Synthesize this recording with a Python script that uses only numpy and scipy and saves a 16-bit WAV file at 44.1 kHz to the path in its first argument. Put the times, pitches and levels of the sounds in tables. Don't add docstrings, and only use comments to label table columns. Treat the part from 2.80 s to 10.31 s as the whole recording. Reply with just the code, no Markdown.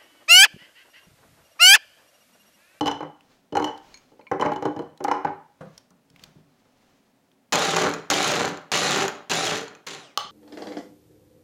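import sys
import numpy as np
from scipy import signal
from scipy.fft import rfft, irfft, next_fast_len
from scipy.io import wavfile

SR = 44100
rng = np.random.default_rng(int(sys.argv[2]) if len(sys.argv) > 2 else 0)


def waveform_to_disk(signal):
    frames = np.transpose(np.atleast_2d(signal))
    scaled = np.clip(frames, -1, 1) * 32767
    samples = np.round(scaled).astype(np.int16)
    wavfile.write(sys.argv[1], SR, samples)


N = 331191
TIME_S = np.arange(N) / SR
AGE_S = TIME_S[:SR // 2]

# t/s, level/dB, relative thump/dB, relative blade ring/dB
LANDINGS = [(0.009, -16.5, 6, -8), (0.058, -17.5, 0.5, -7.5), (0.068, -17.5, -12.5, -6),
            (0.077, -11.5, -5, -7), (0.113, -20, -7.5, -5.5), (0.205, -23.5, 3.5, -27.5),
            (0.228, -24, 2.5, -29), (0.724, -33, 14, -8), (0.752, -13, -2, -23), (0.769, -9, -8, -19),
            (0.797, -18, 1.5, -23.5), (0.823, -19.5, 2, -16.5), (0.843, -18.5, -2, -3.5),
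            (0.874, -22, -2, -31), (1.318, -52.5, 9.5, -14), (1.393, -43, 7.5, -20), (1.514, -12, 0.5, -33),
            (1.597, -17, 3, -25), (1.611, -19, 0.5, -8), (1.621, -9, -1, -33), (1.65, -17, 2.5, -31),
            (1.659, -12.5, -12, -28), (1.718, -18.5, 0, -26), (1.76, -23.5, 2, -14.5),
            (1.823, -20, 3.5, -23), (1.853, -15, 6, -23), (1.963, -26, 5, -21.5),
            (1.991, -30.5, 15.5, -11.5), (2.02, -39.5, -8, -15), (2.204, -27.5, 8.5, -27.5),
            (2.246, -13, -6, -29), (2.281, -12.5, -4.5, -27.5), (2.313, -7.5, -9.5, -25),
            (2.447, -9.5, -8, -34)]
# f/Hz, level/dB, t60/s
BOWL_MODES = [(93, -24.5, 0.35), (158, -19, 0.33), (295.6, -1, 0.14), (386, -7, 0.18), (462, -0.5, 0.08),
              (502.4, 2, 0.055), (596.6, -8, 0.13), (827.6, 7.5, 0.055), (912.4, -3.5, 0.094),
              (983.6, 0.5, 0.038), (1190, -14, 0.031), (1467, -10.5, 0.068), (1650, -21.5, 0.01),
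              (2230, -23, .03), (2994, -4.5, 0.044), (4140, -6.5, 0.069), (5170, -7, 0.047),
              (5970, -4.5, 0.036), (6530, -20, 0.039), (6800, -12, 0.045), (7360, -21, 0.039)]
# f/Hz, level/dB
CONTACT_SPECTRUM = [(100, -4), (500, -4.5), (1200, 5), (2500, -0.5), (6500, 3), (8000, -8.5), (15000, -20)]
# t/s, peak/dB, centre f/Hz
PLASTIC_TICKS = [(0.4078, -46, 2980), (0.977, -39, 4770), (1.7345, -36, 3100), (2.1751, -42.5, 4290),
                 (2.241, -24, 6220), (2.978, -32.5, 5600), (3.1052, -47, 6030), (3.3007, -46.5, 5000),
                 (3.361, -41.5, 2630), (3.3945, -42.5, 3000), (3.4373, -30.5, 4060), (4.515, -53, 3400)]
# t/s, level/dB, rise/s, fall/s
FINGER_STROKES = [(.52, -62.5, .13, .09), (1.08, -56.5, .12, 0.21), (2.98, -62, 0.21, .06),
                  (3.43, -57.5, 0.058, .09), (4.06, -65, 0.44, 0.27)]
# f/Hz, level/dB
RUB_SPECTRUM = [(400, 7.5), (1500, 2), (4000, -2), (6500, -5), (9000, -17.5), (15000, -18)]
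# t/s, peak/dB, brightness f/Hz
DISH_TAPS = [(1.142, -32.5, 8900), (1.173, -39.5, 9000), (1.411, -45.5, 3000), (1.468, -36.5, 2400)]
# f/Hz, level/dB, t60/s
DISH_MODES = [(1030, -8, 0.077), (2225, -5, 0.067), (2366, -5, 0.061), (2990, -14, 0.03), (4250, -5, 0.11),
              (6590, -6, 0.07), (9900, -13, 0.033)]
# t/s, level/dB, clack over thud/dB
SEAT_BUMPS = [(2.807, -39, 6.5), (3.107, -58.5, 5), (3.306, -55.5, -27), (3.424, -52.5, -4),
              (3.472, -53, -18), (3.553, -47.5, -10), (3.583, -52.5, -13), (3.852, -63, 6.5),
              (7.444, -49, 5)]
# f/Hz, level/dB
THUD_SPECTRUM = [(40, -7), (90, -10), (155, 11), (280, -9.5), (500, -10.5), (1400, -16), (2200, -34.5),
                 (8000, -44.5)]
# on/s, off/s, settle/s, top shaft f/Hz, motor/dB, jolt/dB, tumble/dB, chip/dB,
# fall-back lift/dB
PULSES = [(4.723, 4.891, 5.07, 399.5, -38.5, -10.5, -27.5, -29.5, 4),
          (5.301, 5.477, 5.6444, 400.3, -36.5, -7.5, -28.5, -28.5, 1),
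          (5.917, 6.088, 6.223, 423, -38, -11.5, -27.5, -27.5, -1),
          (6.497, 6.638, 6.759, 407, -36, -17.5, -31, -30, 0),
          (7.066, 7.215, 7.135, 407, -58.5, -31, -42, -41, -1.5)]
# shaft order, level/dB
WHINE_ORDERS = [(2, -6), (6, -8), (9.4, -4), (10.1, 2), (15, -7), (18, -11), (24.8, -21), (25.4, -19.5),
                (26, -20.5)]
# f/Hz, level/dB
GEAR_SPECTRUM = [(40, -39), (100, -26), (200, -9), (800, -2.5), (1400, 1.5), (4300, -12), (5000, 4),
                 (7200, -3), (8200, -8.5), (16000, -36.5)]
# f/Hz, level/dB
TUMBLE_SPECTRUM = [(40, -44), (70, -20), (110, -10.5), (158, -5), (240, -6), (290, -6), (335, -6.5),
                   (380, -2), (455, 0.5), (510, -6), (606, -7), (660, -8.5), (800, 4), (900, -3.5),
                   (1400, -2.5), (2300, -14.5), (3200, -41.5), (5000, -100)]
# f/Hz, level/dB
CHIP_SPECTRUM = [(900, -15.5), (1800, 4.5), (3000, 3), (4200, 4), (4900, -1), (6000, -4), (7100, 1),
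                 (7900, -11), (10000, -15.5), (13000, -23.5), (16000, -34.5)]
# f/Hz, width/Hz, lift/dB
CAVITY_PEAKS = [(165.3, 32, 7), (293.6, 12.3, 10), (424, 420, 2), (588.4, 55, 7.5), (849, 99, -3.5),
                (2830, 300, 2), (6070, 220, 8.5)]
# t/s, level/dB
BIG_CRACKS = [(4.7291, -9.5), (4.7558, -9), (4.8211, -15), (4.9656, -9), (5.1373, -19.5), (5.3103, -11.5),
              (5.444, -14), (5.5178, -14), (5.773, -33), (6.1595, -14.5), (6.28, -14.5), (6.5145, -12.5),
              (6.7563, -24), (6.88, -33.5), (6.9501, -38.5)]
# f/Hz, level/dB, t60/s
WALL_MODES = [(1375, -11.5, 0.013), (2517, -6.5, 0.047), (3120, -6.5, 0.031), (4220, -6.5, 0.038),
              (5630, -5.5, 0.0091), (6610, -0.5, 0.022), (7140, -2, 0.022)]
# t/s, knock/dB, ping/dB
UTENSIL_HITS = [(7.3747, -15, -6.5)]
# f/Hz, level/dB, t60/s
UTENSIL_MODES = [(827, -10, 0.059), (1143, 5.5, 0.024), (1100, 5, 0.013), (2955, -19, 0.2),
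                 (3040, 5, 0.0067), (4220, 6, 0.0062), (5000, -4, 0.0087), (5480, -5, .011),
                 (6240, -1.5, 0.0069), (6700, -13, 0.0092), (7500, -25, .035)]
# f/Hz, t60/s
ROOM_DECAY = [(100, 0.55), (300, 0.21), (900, 0.43), (3000, 0.46), (7000, 0.33), (14000, 0.17)]
# f/Hz, level/dB
ROOM_COLOUR = [(100, -7), (300, 10.5), (900, -1.5), (3000, -3), (7000, -5), (14000, 0)]
# f/Hz, level/dB
AIR_SPECTRUM = [(15, -51.5), (25, -40), (149, -13), (285, -6), (309, -24), (373, -11.5), (405, -17.5),
                (659, -17.5), (754, -18), (1040, -24.5), (2410, -29), (3080, -31.5), (16000, -40.5)]


def amp(db):
    return 10 ** (np.asarray(db) / 20)


def unit(x):
    return x / np.sqrt(np.mean(x ** 2) + 1e-20)


def crest(x):
    return x / (np.abs(x).max() + 1e-20)


def along(points, hz):
    points_hz, values = np.transpose(points)
    return np.interp(np.log(hz + 1), np.log(points_hz + 1), values)


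def filtered(x, response):
    size = next_fast_len(len(x) + 8192)
    return irfft(rfft(x, size) * response(np.fft.rfftfreq(size, 1 / SR)), size)[:len(x)]


def noise(spectrum, size):
    return unit(filtered(rng.standard_normal(size), lambda hz: amp(along(spectrum, hz))))


def wobble(knots_per_s):
    knots = rng.standard_normal(int(N * knots_per_s / SR) + 2)
    return np.interp(TIME_S * knots_per_s, np.arange(len(knots)), knots)


def fade(t60_s, attack_s):
    return 10 ** (-3 * AGE_S / t60_s) * (1 - np.exp(-AGE_S / attack_s))


def burst(spectrum, t60_s, attack_s):
    return noise(spectrum, len(AGE_S)) * fade(t60_s, attack_s)


def ring(modes, attack_s, scatter_db, detune=0):
    out = np.zeros(len(AGE_S))
    for hz, db, t60_s in modes:
        envelope = amp(db + scatter_db * rng.normal()) * fade(t60_s, attack_s)
        detuned_hz = hz * (1 + detune * rng.normal())
        out += envelope * np.sin(2 * np.pi * (detuned_hz * AGE_S + rng.random()))
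    return out


def band(x, lo_hz, hi_hz):
    return signal.sosfilt(signal.butter(3, [lo_hz, hi_hz], "band", fs=SR, output="sos"), x)


def add(track, t_s, sound):
    part = track[max(round(t_s * SR), 0):][:len(sound)]
    part += sound[:len(part)]


def contact(lo_hz, hi_hz, attack_s, noise_t60_s, noise_db, detune):
    register = [mode for mode in BOWL_MODES if lo_hz <= mode[0] < hi_hz]
    modes = ring(register, attack_s, scatter_db=4, detune=detune)
    touch = band(burst(CONTACT_SPECTRUM, noise_t60_s, attack_s), lo_hz, hi_hz)
    return crest(crest(modes) + amp(noise_db) * crest(touch))


def slices(flop_delay_s=.017):
    out = np.zeros(N)
    for t_s, db, thump_db, ring_db in LANDINGS:
        thump = contact(70, 650, attack_s=.002, noise_t60_s=.06, noise_db=-5.5, detune=.012)
        knock = contact(700, 1100, attack_s=.0025, noise_t60_s=.03, noise_db=-6, detune=.025)
        clack = contact(1100, 2250, attack_s=.0016, noise_t60_s=.038, noise_db=8, detune=.053)
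        blade = contact(2600, 3600, attack_s=.00086, noise_t60_s=.027, noise_db=-9, detune=.0095)
        snap = contact(3600, 16000, attack_s=.0005, noise_t60_s=.025, noise_db=3, detune=.014)
        flop = contact(270, 1700, attack_s=.003, noise_t60_s=.11, noise_db=3, detune=.028)
        on_bowl = amp(thump_db - 4.5) * thump + amp(-2) * knock + amp(-11.5) * clack
        on_blade = amp(ring_db) * blade + amp(.63 * ring_db - 6) * snap
        add(out, t_s, amp(db) * (on_bowl + on_blade))
        add(out, t_s + flop_delay_s * rng.uniform(.8, 1.2), amp(db - 15) * flop)
    return band(out, 80, 18000)


def ticks():
    out = np.zeros(N)
    for t_s, db, hz in PLASTIC_TICKS:
        resonance = [(hz / 8, -16), (hz / 2, -11), (hz, 0), (hz * 1.23, -9), (hz * 3, -23)]
        add(out, t_s, amp(db) * crest(burst(resonance, t60_s=.018, attack_s=.00041)))
    return out


def fingers(edge_db=10):
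    level = sum(amp(db - edge_db * np.maximum((t_s - TIME_S) / rise_s, (TIME_S - t_s) / fall_s))
                for t_s, db, rise_s, fall_s in FINGER_STROKES)
    return level * amp(1.4 * wobble(40)) * noise(RUB_SPECTRUM, N)


def dish_taps():
    out = np.zeros(N)
    for t_s, db, bright_hz in DISH_TAPS:
        modes = crest(ring(DISH_MODES, attack_s=.0004, scatter_db=2))
        touch = crest(burst(CONTACT_SPECTRUM, t60_s=.019, attack_s=.0003))
        tap = band(modes + touch, bright_hz / 9 + 500, bright_hz * 1.14)
        add(out, t_s, amp(db) * crest(tap))
    return out


def bumps():
    out = np.zeros(N)
    for t_s, db, clack_db in SEAT_BUMPS:
        thud = crest(band(burst(THUD_SPECTRUM, t60_s=.2, attack_s=.00046), 38, 390))
        clack = crest(band(burst(THUD_SPECTRUM, t60_s=.092, attack_s=.0024), 450, 9500))
        add(out, t_s, amp(db + 2) * (thud + amp(clack_db) * clack))
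    return out


def chopper(spin_up_s=.05, coast_s=.17, catch_s=.0045, bite_s=.021, fall_lead_s=.023, fall_width_s=.028):
    shaft_hz, drive, tumbling, chipping, jolts = np.zeros((5, N))
    for on_s, off_s, settle_s, top_hz, motor_db, jolt_db, tumble_db, chip_db, fall_db in PULSES:
        since_s = np.maximum(TIME_S - on_s, 0)
        settling_s = np.maximum(TIME_S - settle_s, 0)
        slowed = 1 - np.exp(-np.maximum(TIME_S - off_s, 0) / coast_s)
        speed = (1 - np.exp(-since_s / spin_up_s)) ** .4 * (1 - slowed)
        shaft_hz = np.where(TIME_S > on_s, top_hz * speed, shaft_hz)
        drive += amp(motor_db) * np.clip(speed * 2.5 - 1, 0, 1)
        caught = 1 - np.exp(-since_s / catch_s)
        bite = np.exp(-since_s / bite_s)
        falling = np.exp(-((TIME_S - settle_s + fall_lead_s) / fall_width_s) ** 2)
        tumbling += caught * amp(tumble_db + fall_db * falling + 6 * bite + 3.5 * slowed - 144 * settling_s)
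        chipping += caught * amp(chip_db + 8.5 * bite - 3 * slowed - 202 * settling_s)
        add(jolts, on_s, amp(jolt_db) * crest(burst(CONTACT_SPECTRUM, t60_s=.028, attack_s=.0004)))
    return jolts + drive * motor(shaft_hz) + hacking(shaft_hz, tumbling, chipping) + cracks(chipping)


def motor(shaft_hz):
    turns = np.cumsum(shaft_hz * (1 + .028 * wobble(600))) / SR
    whine = np.zeros(N)
    for order, db in WHINE_ORDERS:
        flutter = 1 + .7 * wobble(260)
        whine += amp(db) * unit(flutter * np.sin(2 * np.pi * (order * turns + rng.random())))
    gears = noise(GEAR_SPECTRUM, N) * (1 + .5 * np.sin(2 * np.pi * turns))
    return amp(.5) * whine + amp(-1.5) * gears


def impacts(rate_per_s, spread_db=4.5):
    size = amp(spread_db * np.clip(rng.standard_normal(N), -2, 2)) * rng.choice([-1, 1], N)
    chance = rate_per_s / SR
    return unit(size) * (rng.random(N) < chance) / np.sqrt(chance)


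def closed_bowl(x, spectrum, size=8192):
    hz = np.fft.rfftfreq(size, 1 / SR)
    lift_db = sum(db / (1 + ((hz - f_hz) / (width_hz / 2)) ** 2) for f_hz, width_hz, db in CAVITY_PEAKS)
    level_db = np.maximum(along(spectrum, hz) + lift_db, -90)
    cepstrum = irfft(np.log(amp(level_db)))
    response = irfft(np.exp(rfft(2 * cepstrum[:size // 2], size)))
    return signal.fftconvolve(x, response / np.linalg.norm(response))[:N]


def hacking(shaft_hz, tumbling, chipping):
    blows = impacts(300 + 1.2 * shaft_hz)
    splits = impacts(600 + 4 * shaft_hz) * unit(amp(1.6 * wobble(90)))
    return closed_bowl(tumbling * blows, TUMBLE_SPECTRUM) + closed_bowl(chipping * splits, CHIP_SPECTRUM)


def cracks(chipping, small_per_s=17):
    out = np.zeros(N)
    slots_s = np.arange(PULSES[0][0], PULSES[-1][0], 1 / small_per_s)
    times_s = slots_s + rng.random(len(slots_s)) / small_per_s
    gains = np.interp(times_s, TIME_S, chipping) * amp(9.5 + rng.standard_normal(len(times_s)))
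    big = [(t_s, amp(db), -19.5) for t_s, db in BIG_CRACKS]
    small = [(t_s, gain, -11) for t_s, gain in zip(times_s, gains)]
    for t_s, gain, crisp_db in big + small:
        split = burst(CONTACT_SPECTRUM, t60_s=.012, attack_s=.00039)
        wall = crest(ring(WALL_MODES, attack_s=.0004, scatter_db=3, detune=.015))
        knock = contact(350, 1700, attack_s=.0013, noise_t60_s=.078, noise_db=9, detune=.032)
        slam = crest(crest(band(split, 180, 7400)) + wall) + amp(-7.5) * knock
        crisp = amp(crisp_db) * crest(band(split, 10000, 16000))
        add(out, t_s, gain * (slam + crisp))
    return out


def clink():
    out = np.zeros(N)
    low = [mode for mode in UTENSIL_MODES if mode[0] < 2000]
    high = [mode for mode in UTENSIL_MODES if mode[0] > 2000]
    for t_s, knock_db, ping_db in UTENSIL_HITS:
        knock = crest(ring(low, attack_s=.0004, scatter_db=.5))
        ping = crest(ring(high, attack_s=.0003, scatter_db=.5))
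        click = crest(burst([(60, 1.5), (6000, 2), (15000, -18.5)], t60_s=.0078, attack_s=.00022))
        add(out, t_s, amp(knock_db) * knock + amp(ping_db) * (ping + amp(-4) * click))
    return out


def kitchen(x, build_s=.0074, gap_s=.0028):
    out, hop = np.zeros(N), SR // 6
    padded, window = np.pad(x, (hop, 2 * hop)), signal.get_window("hann", 2 * hop)
    onset = 1 - np.exp(-np.maximum(AGE_S - gap_s, 0) / build_s)
    for start in range(0, N + hop, hop):
        hz, t_s, bins = signal.stft(rng.standard_normal(len(AGE_S)), SR, nperseg=256)
        decay = 10 ** (-3 * t_s / along(ROOM_DECAY, hz)[:, None])
        colour = amp(along(ROOM_COLOUR, hz))[:, None]
        tail = signal.istft(bins * decay * colour, SR, nperseg=256)[1][:len(AGE_S)] * onset
        wet = signal.fftconvolve(padded[start:start + 2 * hop] * window, tail / np.linalg.norm(tail))
        add(out, max(start - hop, 0) / SR, wet[max(hop - start, 0):])
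    return out


def scene():
    drops, clicks, thuds, utensil = slices(), ticks() + dish_taps(), bumps(), clink()
    machine = band(chopper(), 60, 20000)
    direct = drops + clicks + thuds + utensil + machine + fingers()
    send = (amp(-8.5) * drops + amp(-15.5) * clicks + amp(-6.5) * thuds
            + amp(-8) * utensil + amp(-9) * machine)
    return (direct + kitchen(send) + amp(-65) * noise(AIR_SPECTRUM, N))[None]


def record(dry):
    ceiling, top_hz = .36, 16200
    limited = dry[0] / (1 + np.abs(dry[0] / ceiling) ** 6) ** (1 / 6)
    return filtered(limited, lambda hz: hz < top_hz)[None]


dry = scene()
out = record(dry)
waveform_to_disk(out)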